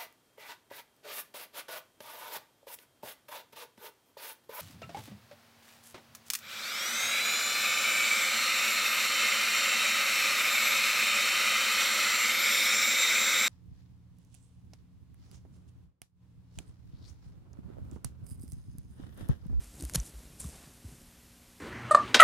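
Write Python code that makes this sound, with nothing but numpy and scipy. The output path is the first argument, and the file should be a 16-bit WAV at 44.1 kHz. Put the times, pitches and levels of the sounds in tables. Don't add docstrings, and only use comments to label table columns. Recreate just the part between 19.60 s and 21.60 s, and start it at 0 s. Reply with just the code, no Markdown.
import sys
import numpy as np
from scipy import signal
from scipy.fft import rfft, irfft
from scipy.io import wavfile
from scipy.ndimage import uniform_filter1d

SR = 44100
rng = np.random.default_rng(int(sys.argv[2]) if len(sys.argv) > 2 else 0)


def store_pcm(level_fs):
    pcm = np.round(np.clip(level_fs, -1, 1) * 32767).astype(np.int16)
    wavfile.write(sys.argv[1], SR, np.atleast_2d(pcm).T)


def undo_db(level):
    steps = np.asarray(level, float) / 20
    return 10 ** steps


N = 88200


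def evened(x):
    return x / np.sqrt(np.mean(x ** 2) + 1e-20)


def coloured(x, points):
    hz, db = np.transpose(points)
    bins_hz = np.fft.rfftfreq(len(x), 1 / SR)
    gain_db = np.interp(np.log(bins_hz + 1), np.log(hz + 1), db)
    return irfft(rfft(x) * undo_db(gain_db), len(x))


def add(mix, s, sound):
    part = mix[round(s * SR):][:len(sound)]
    part += sound[:len(part)]


def resonate(x, hz, width_hz):
    turn = np.exp(2j * np.pi * hz * np.arange(len(x)) / SR)
    r = np.exp(-np.pi * width_hz / SR)
    smooth = signal.lfilter([1 - r], [1, -r], x / turn)
    return 2 * (turn * smooth).real


def grains(per_s, spread_db):
    size = undo_db(spread_db * np.minimum(rng.exponential(1, N), 4)) * rng.standard_normal(N)
    return evened(size * (rng.random(N) < per_s / SR))


def level(table, column):
    rows = np.array(table)
    db = np.interp(np.arange(N) / SR, rows[:, 0], rows[:, column], left=-120, right=-120)
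    return undo_db(db)


def floor():
    # frequency in Hz, density in dB per Hz.
    room_and_tape = [(14, -29.5), (30, -1.5), (63, -3.5), (200, -14.5), (300, -11.5), (400, -21),
                     (12500, -24), (14000, -24.5)]
    # multiple of the mains frequency, level in dB rms.
    harmonics = [(1, -68), (2, -72), (3, -71), (4, -67.5), (5, -80), (7, -78), (9, -79), (12, -83)]
    mains_hz = 60
    t = np.arange(N) / SR
    hum = np.zeros(N)
    for k, db in harmonics:
        phase = 2 * np.pi * (round(k) * mains_hz * t + rng.random())
        hum += undo_db(db) * np.sqrt(2) * np.sin(phase)
    return undo_db(-57.5) * evened(coloured(rng.standard_normal(N), room_and_tape)) + hum


def rustle():
    # time in seconds, hair rustle in dB, cloth rub in dB, low rumble in dB.
    motion = [(0, -64, -64, -57), (.04, -58, -66, -60), (.11, -65.5, -78, -65.5), (.2, -56, -64, -51.5),
              (.262, -61, -65, -60), (.33, -58, -72, -51), (.37, -51.5, -50.5, -66), (.42, -59, -62, -59),
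              (.47, -50.5, -63, -57.5), (.51, -63.5, -66.5, -58.5), (.78, -67.5, -78, -62),
              (.805, -47, -59.5, -56), (.89, -54, -65, -55.5), (.93, -59.5, -59.5, -58.5),
              (1.05, -62, -61.5, -58.5), (1.21, -71.5, -85, -69), (1.3, -62, -64.5, -55),
              (1.5, -71.5, -92, -71)]
    # frequency in Hz, level in dB.
    hair_colour = [(1500, -30), (4000, -15.5), (6000, -8), (8500, -3), (11000, -7), (14000, -19.5)]
    cloth_colour = [(200, -20), (500, 4.5), (1500, 1), (4000, -2), (8000, -9), (14000, -31)]
    rumble_colour = [(25, -21), (60, -7.5), (150, 2), (300, -8), (700, -16), (1500, -39)]
    gusts = rng.standard_normal((2, N))
    for _ in range(2):
        gusts = uniform_filter1d(gusts, 130, axis=1)
    gusts = evened(gusts)
    hair = evened(coloured(grains(per_s=16000, spread_db=1.5), hair_colour))
    hair = hair * undo_db(1.74 * gusts[0])
    cloth = evened(coloured(rng.standard_normal(N), cloth_colour))
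    cloth = cloth * undo_db(1.2 * gusts[1])
    rumble = evened(coloured(grains(per_s=400, spread_db=1.46), rumble_colour))
    return hair * level(motion, 1) + cloth * level(motion, 2) + rumble * level(motion, 3)


def bumps():
    # start in seconds, peak in dB, pitch in Hz, length in seconds.
    knocks = [(.005, -47, 50, 0.078), (0.067, -47.5, 51.3, 0.058), (0.129, -50.5, 68.6, 0.071),
              (0.198, -45.5, 278, 0.029), (.2195, -40.5, 301, 0.014), (.232, -45, 298, 0.026),
              (0.2373, -41.5, 520, 0.0026), (.222, -40, 156, 0.023), (0.2278, -32, 61.5, 0.068),
              (0.317, -43, 59.6, 0.049), (0.347, -34.5, 468, 0.0074), (.355, -27, 144.5, .022),
              (.357, -49.5, 240, 0.036), (0.3746, -27, 52.2, 0.063), (0.378, -32.5, 123, 0.019),
              (0.538, -40.5, 54.4, 0.081), (0.652, -46.5, 52, 0.039), (0.809, -46.5, 62.4, 0.071),
              (0.846, -36.5, 136.3, 0.023), (.854, -42, 187, 0.022), (0.841, -50.5, 1140, 0.0094),
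              (.851, -35.5, 68, 0.058), (0.928, -49, 50.6, 0.036), (1.014, -58, 59.5, 0.055),
              (1.243, -47.5, 258, 0.011), (1.2493, -37, 88, 0.032), (1.273, -45.5, 60, 0.034),
              (1.32, -50, 148, 0.024), (1.342, -54, 290, 0.016), (1.42, -52, 59.3, 0.022)]
    skew, sag = 0.57, 0.44
    out = np.zeros(N)
    for s, db, hz, length_s in knocks:
        u = np.arange(0, length_s, 1 / SR) / length_s
        pitch_hz = hz * (1 + sag * (np.exp(-4 * u) - 0.2))
        turns = np.cumsum(pitch_hz) / SR
        swell = np.sin(np.pi * u ** skew) ** 1.15
        add(out, s, undo_db(db) * swell * np.sin(2 * np.pi * turns))
    return out


def ticks():
    # start in seconds, peak in dB, colour in Hz, width of the colour in Hz.
    snaps_and_ticks = [(.155, -46, 8000, 4000), (.1998, -37, 9200, 7000), (.2003, -44, 4500, 1500),
                       (.2068, -38, 9700, 4000), (.2075, -45, 4500, 1500), (.2093, -33, 9500, 6000),
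                       (.2241, -28, 9300, 4000), (.2343, -40, 9000, 7000), (.2385, -35, 6800, 7000),
                       (.245, -43, 8000, 6000), (.2515, -29, 9000, 4500), (.2897, -40, 9000, 7000),
                       (.297, -25, 8600, 8000), (.297, -42, 1400, 1500), (.3028, -44, 9500, 5000),
                       (.4315, -45, 6500, 5000), (.455, -41, 8500, 5000), (.496, -43, 8000, 6000),
                       (.337, -27, 7600, 7000), (.4003, -30, 6400, 1200), (.592, -42, 7900, 5000),
                       (.797, -40, 9000, 3000), (.8003, -31, 8600, 2000), (.8033, -30, 9300, 2000),
                       (.8058, -31, 9000, 2000), (.815, -38, 7800, 2000), (.844, -50, 3600, 600),
                       (.963, -44, 8900, 7000), (1.146, -45, 9100, 8000)]
    t60_s, edge, wide_db = 0.007, 2.5, -24
    out = np.zeros(N)
    t = np.arange(800) / SR
    for s, db, hz, width_hz in snaps_and_ticks:
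        crack = rng.standard_normal(len(t)) * undo_db(-60 * t / t60_s)
        crack[0] += edge
        ring = resonate(resonate(crack, hz, width_hz), hz, width_hz)
        tick = evened(ring) + undo_db(wide_db) * evened(crack)
        add(out, s, undo_db(db) * tick / abs(tick).max())
    return out


def cut():
    # time in seconds, level in dB.
    pressure = [(.341, -54), (.3454, -45), (.3458, -31), (.3495, -31), (.354, -32), (.3553, -24),
                (.3575, -26), (.3595, -33), (.362, -48)]
    # time in seconds, strength in dB.
    clack = [
        (.3567, -12),
        (.3572, -6),
        (.358, -11),
    ]
    # frequency in Hz, width in Hz, level in dB.
    steel = [(520, 570, -11.5), (1130, 140, -35), (1665, 330, -2.5), (3110, 230, -1.5), (4350, 306, -2),
             (5250, 390, 0.5), (6770, 720, 3.5), (8200, 340, 3.5), (10380, 1140, 2), (12600, 1500, -24)]
    strikes = grains(per_s=14000, spread_db=2) * level(pressure, 1)
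    for s, db in clack:
        add(strikes, s, undo_db([db]))
    ringing = np.zeros(N)
    for k, (hz, width_hz, db) in enumerate(steel):
        sign = (-1) ** k
        ringing += sign * undo_db(db) * resonate(strikes, hz, width_hz)
    return ringing * undo_db(5.5)


def scene():
    mono = floor() + rustle() + bumps() + ticks() + cut()
    return np.array([mono, mono])


def top_cut(x):
    return signal.sosfilt(signal.butter(12, 14540, fs=SR, output="sos"), x)


def record(dry):
    # frequency in Hz, level in dB.
    side_colour = [(4500, -26), (6800, -0.5), (8200, -24), (9300, 1), (10600, -27), (11500, -17),
                   (12700, -0.5), (13700, -14)]
    treble_power = abs(uniform_filter1d(np.gradient(dry[0]) ** 2, 600))
    follow = treble_power ** (0.65 / 2)
    side = undo_db(-43) * follow * evened(coloured(rng.standard_normal(N), side_colour))
    drift = evened(uniform_filter1d(rng.standard_normal(N), 2500))
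    side = side * undo_db(1.6 * drift)
    band_limit = signal.firwin(255, 13680, window=("kaiser", 5), fs=SR)
    mix = signal.oaconvolve(dry + np.array([side, -side]), band_limit[None], "same")
    return top_cut(mix)


dry = scene()
out = record(dry)
store_pcm(out)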